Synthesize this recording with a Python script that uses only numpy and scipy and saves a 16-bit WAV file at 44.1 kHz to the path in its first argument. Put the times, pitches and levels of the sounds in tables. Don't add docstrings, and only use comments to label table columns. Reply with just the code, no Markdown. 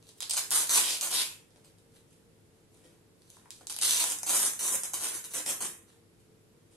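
import sys
import numpy as np
from scipy import signal
from scipy.fft import rfft, irfft, next_fast_len
from scipy.io import wavfile
from scipy.ndimage import uniform_filter1d

SR = 44100
rng = np.random.default_rng(int(sys.argv[2]) if len(sys.argv) > 2 else 0)


def convert_level_to_amplitude(level_db):
    exponent = np.asarray(level_db, float) / 20
    return 10 ** exponent


def master(y):
    cut = np.clip(np.atleast_2d(y).T, -1, 1)
    pcm = np.round(cut * 32767)
    wavfile.write(sys.argv[1], SR, pcm.astype(np.int16))


N = 298111
LONG = next_fast_len(N + SR // 2, real=True)

# [start t/s, glove level/dB re hooks, thud level/dB re hooks, glove growth/(dB/s), thud growth/(dB/s)]
RIPS = [
    (.3, -14, -27, -1.1, 4.3),
    (3.65, -17, -27, 1.46, 4.84),
]


def peel():
    # [start t/s, swell t/s, fade t/s, hooks crest level/dB, strap
    # level/dB re hooks]
    tugs = [
        (.366, .012, 0.02, -31.5, -3.5),
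        (.507, 0.013, .02, -30, -7),
        (.519, .038, 0.086, -26.5, -7.5),
        (.692, 0.023, .03, -28.5, -11),
        (.72, 0.055, 0.044, -24.5, -6),
        (.81, 0.089, 0.076, -33, -1),
        (1.011, 0.017, .06, -31.5, -7.5),
        (1.105, 0.038, 0.093, -33, -3.5),
        (1.15, 0.066, .016, -33.5, 2),
            (3.696, 0.0023, .022, -37.5, -5), (3.812, 0.035, 0.067, -29, -4.5),
                 (3.84, .07, 0.097, -30.5, -4.5), (3.92, 0.095, 0.053, -29.5, -4.5),
                 (4.066, 0.056, 0.01, -32.5, -9), (4.262, .035, 0.065, -32, -9.5),
                 (4.29, 0.066, 0.12, -28, -11), (4.391, 0.073, 0.031, -29.5, -13.5),
                 (4.591, .046, 0.11, -31, -11.5), (4.68, 0.074, .01, -31, -15.5),
                 (4.832, .02, 0.011, -35, -12.5), (4.932, 0.011, 0.048, -35, -10),
                 (4.995, 0.054, 0.063, -33.5, -10), (5.115, 0.041, 0.043, -38.5, -11),
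                 (5.24, 0.0022, 0.027, -41, -11.5), (5.3, .018, 0.017, -44, -11),
                 (5.336, 0.026, .05, -33, -10.5), (5.459, 0.038, 0.036, -31.5, -11.5),
                 (5.604, 0.028, 0.04, -32.5, -11), (5.64, 0.018, .022, -41, -11)]
    hooks, strap = efforts(tugs, swell_db=7, fade_db=9.5)
    t = np.arange(N) / SR
    rip = (t > RIPS[1][0]) * 1
    start_s, glove_db, thud_db, glove_db_per_s, thud_db_per_s = np.transpose(RIPS)[:, rip]
    glove = hooks * convert_level_to_amplitude(glove_db + glove_db_per_s * (t - start_s))
    thud = hooks * convert_level_to_amplitude(thud_db + thud_db_per_s * (t - start_s))
    drive = clicks(per_s=2600, spread_db=2.5) * convert_level_to_amplitude(1.2 * walk(90) - 3)
    return drive * np.array([hooks, strap, glove, thud])


def snaps():
    # [t/s, peak level/dB,
    # strap level/dB re peak, glove level/dB re peak]
    hook_snaps = [(.2039, -18.5, -14, -23), (.2214, -22, -13, -18.5), (.2269, -20.5, -10.5, -24),
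                  (.2949, -20, -17.5, -25), (.2979, -16.5, -15.5, -33), (.3082, -13.5, -16.5, -31.5),
                  (.312, -13.5, -15, -26), (.3341, -14, -22, -29.5), (.3374, -18.5, -21.5, -26.5),
                  (.3424, -16.5, -19.5, -23.5), (.3614, -20, -19, -25.5), (.3676, -14.5, -21.5, -27.5),
                  (.3756, -18.5, -17, -23.5), (.5057, -12, -24.5, -32.5), (.5132, -18, -19.5, -22),
                  (.609, -17.5, -21, -28.5), (.6704, -20, -18.5, -29), (.6928, -15, -15.5, -22),
                  (.733, -14, -24, -20), (1.0096, -15, -14.5, -36), (1.1124, -18, -17, -28),
                  (3.3009, -37, -17, -35), (3.5044, -27, -13.5, -26), (3.6686, -23.5, -17.5, -31.5),
                  (3.697, -24, -17, -31), (3.7234, -21, -25, -31.5), (3.7424, -30, -14, -24),
                  (3.7633, -21.5, -16, -23.5), (3.7868, -18.5, -16.5, -27.5), (3.8132, -17, -17, -28.5),
                  (3.8501, -15, -17, -30.5), (3.9077, -10.5, -12.5, -31), (4.0394, -9.5, -35, -20),
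                  (4.0997, -16, -25, -34), (4.1179, -25, -20, -26.5), (4.1859, -19.5, -27, -34),
                  (4.2308, -16.5, -22.5, -19.5), (4.2782, -24, -17, -21), (4.2933, -13.5, -24, -26),
                  (4.5344, -21, -22.5, -30), (4.5905, -34, -9, -25), (4.8334, -16, -23, -27),
                  (4.9342, -19, -35, -19), (5.241, -31, -20, -25), (5.3378, -31, -25, -11),
                  (5.4615, -22, -15.5, -15.5),
                  (0.5466, -13, -20, -28), (0.566, -16, -20, -27.5), (0.8994, -20, -21.5, -28),
               (3.8225, -12.5, -19, -30.5), (3.8774, -12, -20, -28), (3.8924, -14, -21, -28),
               (3.9319, -14, -20, -28), (3.9704, -14.5, -20, -29), (4.3642, -15, -24, -23),
               (4.6778, -14, -25, -38)]
    # [t/s, peak level/dB, glove level/dB re peak]
    ticks = [(.0253, -47.5, -22), (0.0678, -46.5, -20), (.0892, -41.5, -20), (.1645, -60, -9),
             (1.505, -52.5, -13), (1.5589, -51, -7), (1.6457, -45, -23), (1.784, -55, -22),
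             (1.9596, -58, -12), (3.2184, -50, -16), (3.2779, -55, -22), (3.3673, -48, -3.5),
             (3.456, -57.5, 8.5), (3.609, -47.5, -1), (5.9005, -56, -5.5)]
    out = np.zeros((4, N))
    t, peak_db, strap_db, glove_db = np.transpose(hook_snaps)
    out[:3, (t * SR).astype(int) + 50] = convert_level_to_amplitude(peak_db + np.array([0 * t, strap_db + 6.0, glove_db - 0.6]))
    t, peak_db, glove_db = np.transpose(ticks)
    out[:3, (t * SR).astype(int) + 50] = convert_level_to_amplitude(peak_db + np.array([0 * t, 0 * t - 5.5, glove_db]))
    return out


def efforts(rows, swell_db, fade_db):
    t = np.arange(N) / SR
    power = np.zeros((2, N))
    for start, swell, fade, crest_db, share_db in rows:
        crest, end = start + swell, start + swell + fade
        on = (t >= start) & (t <= end)
        shape_db = np.interp(t[on], [start, crest, end], [-swell_db, 0, -fade_db])
        power[:, on] += convert_level_to_amplitude(crest_db + shape_db + np.array([[0], [share_db]])) ** 2
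    return np.sqrt(power)


def clicks(per_s, spread_db):
    size = convert_level_to_amplitude(spread_db * np.minimum(rng.exponential(size=N), 3.3))
    chance = per_s / SR
    return (rng.random(N) < chance) * size / np.sqrt(chance * np.mean(size ** 2))


def walk(rate_hz):
    hold = int(SR / rate_hz)
    steps = np.repeat(rng.standard_normal(N // hold + 1), hold)
    return 1.3 * uniform_filter1d(uniform_filter1d(steps, hold), hold)[:N]


def peeled():
    t = np.arange(N) / SR
    start_s = np.where(t > RIPS[1][0] - 0.5, RIPS[1][0], RIPS[0][0])
    return np.maximum(t - start_s, 0)


def shake(modes, steady, lone, colour_db, lean_db):
    gains = convert_level_to_amplitude(np.array(modes)[:, 2])
    rings = [resonance(hz, width_hz) for hz, width_hz, _ in modes]
    peak = np.sqrt(sum((g * p) ** 2 for g, (_, p) in zip(gains, rings)))
    out = 0
    for k, (gain, (sos, _)) in enumerate(zip(gains, rings)):
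        chance = rng.standard_normal(N)
        sign = np.sign(chance[::-1])
        share = convert_level_to_amplitude(colour_db * chance + lean_db * (k - len(modes) / 2)) * sign
        share = share / np.std(convert_level_to_amplitude(colour_db * chance) * sign) / np.linalg.norm(gains)
        click = (-1) ** k * lone * convert_level_to_amplitude(2.4 * chance) / peak
        out = out + signal.sosfilt(sos, gain * (steady * share + click))
    return out


def resonance(hz, width_hz):
    section = np.concatenate(signal.iirpeak(min(hz, 0.45 * SR), hz / width_hz / 1.537, fs=SR))
    sos = np.array([section, section])
    h = signal.sosfilt(sos, signal.unit_impulse(4096))
    norm = np.sqrt(np.sum(h ** 2))
    sos[0, :3] /= norm
    return sos, np.max(np.abs(h)) / norm


def rustle():
    # [start t/s, swell t/s, fade t/s, crest level/dB, body level/dB re crest]
    moves = [(0, 0.089, 0.067, -59.5, -18), (.15, 0.036, .004, -57.5, -18), (1.5, 0.065, .09, -68, -4),
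             (1.638, .006, 0.077, -59, -11), (1.772, 0.0091, 0.068, -68, -15),
             (1.89, 0.071, 0.06, -62.5, -8), (2.06, 0.06, .11, -66.5, -17), (2.47, .076, .15, -76, -8),
             (2.7, 0.043, .2, -66, -10), (2.74, .11, 0.16, -65.5, -5), (3.15, 0.19, 0.24, -62.5, -15),
             (3.506, .004, .16, -57, -24.5), (3.595, 0.021, 0.034, -62, -3.5),
             (5.86, 0.029, 0.13, -65.5, -7.5), (6.17, .03, .045, -69.5, -15.5), (6.69, .03, 0.22, -66, -13)]
    cloth, body = efforts(moves, swell_db=20.5, fade_db=20)
    drive = clicks(per_s=4000, spread_db=6.0) * convert_level_to_amplitude(-5.5)
    return drive * np.array([cloth * convert_level_to_amplitude(-0.2), cloth * convert_level_to_amplitude(-3.5), body, body * convert_level_to_amplitude(5)])


def moving(hands, count, step_s):
    place = np.arange(N) / SR / step_s % count
    out = 0
    for k in range(count):
        away = np.abs((place - k + count / 2) % count - count / 2)
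        here = hands * np.cos(np.pi / 2 * np.minimum(away, 1))
        out = out + rfft(here, LONG) * rfft(room(), LONG)
    return irfft(out, LONG)[:, :N]


def room():
    # [f/Hz, T60 t/s]
    decay = [(250, 0.38), (700, 0.42), (1800, 0.45), (4000, 0.31), (8000, 0.37), (13000, 0.36)]
    # [t/ms, left level/dB, right level/dB]
    echoes = [(.15, -5.5, -12.5), (.3, -10, -8), (.5, -0.5, -1.5), (1.6, -12.5, -9), (4.7, -11.5, -15),
              (7.2, -15.5, -10.5), (10.4, -15.5, -16)]
    # [f/Hz, likeness 0-1]
    tail_likeness = [(60, .9), (300, .9), (700, .35), (1100, .0), (3000, 0.1), (8000, 0.04)]
    size = SR // 2
    t, hz = np.arange(size) / SR, np.fft.rfftfreq(size, 1 / SR)
    noise, tail = stereo_noise(size, tail_likeness), 0
    for k, (_, t60_s) in enumerate(decay):
        share = across([(f, j == k) for j, (f, _) in enumerate(decay)], hz)
        tail = tail + irfft(noise * share, size) * np.exp(-np.log(1000) * t / t60_s)
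    h = convert_level_to_amplitude(-27.0) * tail * (1 - np.exp(-t / 0.0025))
    for ms, left_db, right_db in echoes:
        at = ms * (1 + 0.2 * rng.standard_normal(2)) * SR / 1000
        h[[0, 1], np.abs(at).astype(int)] += convert_level_to_amplitude(np.array([left_db, right_db])) * rng.choice([-1, 1])
    return h


def fan():
    # [f/Hz, density level/dB per Hz]
    air_spectrum = [(20, -19), (35, -9.5), (70, -8.5), (100, -3.5), (160, -5), (300, -8.5), (480, -8),
                    (620, -17.5), (1200, -22.5), (3000, -26), (6000, -28), (10000, -27), (12500, -28),
                    (16000, -49)]
    # [f/Hz, likeness 0-1]
    air_likeness = [(30, .4), (130, 0.8), (300, 0.5), (640, .4), (1400, 0), (8000, 0.01)]
    # [f/Hz, rms level/dB]
    tones = [(97.6, -82), (102.3, -74.5), (166, -78), (334, -78), (448, -75)]
    hz = np.fft.rfftfreq(LONG, 1 / SR)
    air = irfft(stereo_noise(LONG, air_likeness) * convert_level_to_amplitude(across(air_spectrum, hz)), LONG)[:, :N]
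    out = air * convert_level_to_amplitude(-63) / np.std(air)
    for k, (tone_hz, db) in enumerate(tones):
        loose = k > 1
        phase = 2 * np.pi * np.cumsum(tone_hz * (1 + 0.02405 * loose * walk(13))) / SR + 4.05 * k
        out = out + np.sqrt(2) * convert_level_to_amplitude(db + 3.9 * loose * walk(14)) * np.sin(phase)
    return out


def stereo_noise(size, likeness):
    c = np.clip(across(likeness, np.fft.rfftfreq(size, 1 / SR)), 0, 1)
    mid, side = rfft(rng.standard_normal((2, size)))
    mid, side = np.sqrt(1 + c) * mid, np.sqrt(1 - c) * side
    return np.array([mid + side, mid - side]) / np.sqrt(2)


def across(table, hz):
    f, v = np.transpose(table)
    return np.interp(np.log(hz + 1), np.log(f + 1), v)


def starve(x, size=2048, count=4, order=6):
    # [f/Hz, level/dB re treble]
    mask = [(1800, -45), (2600, -18.5), (3500, -10.5), (5000, -10.5), (6500, -3), (7500, -24), (12100, -18),
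            (12250, 6), (13200, 0.5), (14200, -15), (15300, -14), (16000, 0)]
    frames = dict(fs=SR, window="cosine", nperseg=size, noverlap=size // 2)
    hz, _, z = signal.stft(x, **frames)
    z = z[:, :-1].reshape(2, -1, count, z.shape[-1])
    hz = hz[:-1].reshape(-1, count).mean(axis=1)[:, None]
    band_db = 10 * np.log10(np.mean(np.abs(z) ** 2, axis=(0, 2)) + 1e-18)
    treble_db = band_db[(hz[:, 0] > 6000) & (hz[:, 0] < 11500)].mean(axis=0)
    top = hz > 12200
    luck_db = 8.5 * uniform_filter1d(rng.standard_normal(band_db.shape), size=4, axis=1)
    wide = np.arange(len(hz)) // order * order
    band_db = np.where(top, uniform_filter1d(band_db, size=order, axis=0)[wide], band_db)
    luck_db = np.where(top, 0.55 * luck_db[wide], luck_db)
    floor_db = np.where(top, -101, -200)
    need_db = np.maximum(treble_db + across(mask, hz), floor_db) + luck_db
    onset = np.diff(treble_db, prepend=0) > 9
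    keep = np.array([band_db > need_db, band_db > need_db + 12 * top]) | (onset & (hz < 16000))
    z = (z * keep[:, :, None]).reshape(2, -1, z.shape[-1])
    return signal.istft(np.pad(z, ((0, 0), (0, 1), (0, 0))), **frames)[1][:, :N]


def scene():
    # [f/Hz, width f/Hz, level/dB]
    hook_modes = [(6030, 910, -5), (7360, 1480, -2), (8830, 2060, 0), (10130, 2850, -0.5),
                  (11670, 1800, -4.5), (14840, 4300, -20)]
    strap_modes = [(2670, 720, -5), (3230, 740, -3.5), (3835, 820, 1.5), (4900, 1200, 1)]
    glove_modes = [(737, 324, -4), (1004, 130, -3.5), (1361, 600, -2), (1904, 710, -1)]
    padding_modes = [(200, 56, -8.5), (319, 58, -2.5), (463, 120, -2.5), (574, 360, -3)]
    bodies = hook_modes, strap_modes, glove_modes, padding_modes
    leans_db = np.array([0, -1.1, 1.17, 0])[:, None] * np.minimum(peeled(), 2)
    parts = zip(bodies, peel() + rustle(), snaps(), leans_db)
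    hands = sum(shake(modes, steady, lone, 2.5, lean_db) for modes, steady, lone, lean_db in parts)
    return hands + moving(hands, count=5, step_s=0.13) + fan()


def band_limit(x):
    return signal.sosfilt(signal.butter(12, 16050, fs=SR, output="sos"), x)


def record(dry):
    # [f/Hz, left minus right level/dB]
    balance = [(60, 1.5), (400, 0), (1300, -0.5), (4400, 0), (8000, -5), (11000, 3), (13500, 7),
               (16000, 11)]
    tilt_db = across(balance, np.fft.rfftfreq(LONG, 1 / SR)) / 2
    x = irfft(rfft(dry, LONG) * convert_level_to_amplitude(np.array([tilt_db, -tilt_db])), LONG)[:, :N]
    mix = starve(x)
    return band_limit(mix)


dry = scene()
out = record(dry)
master(out)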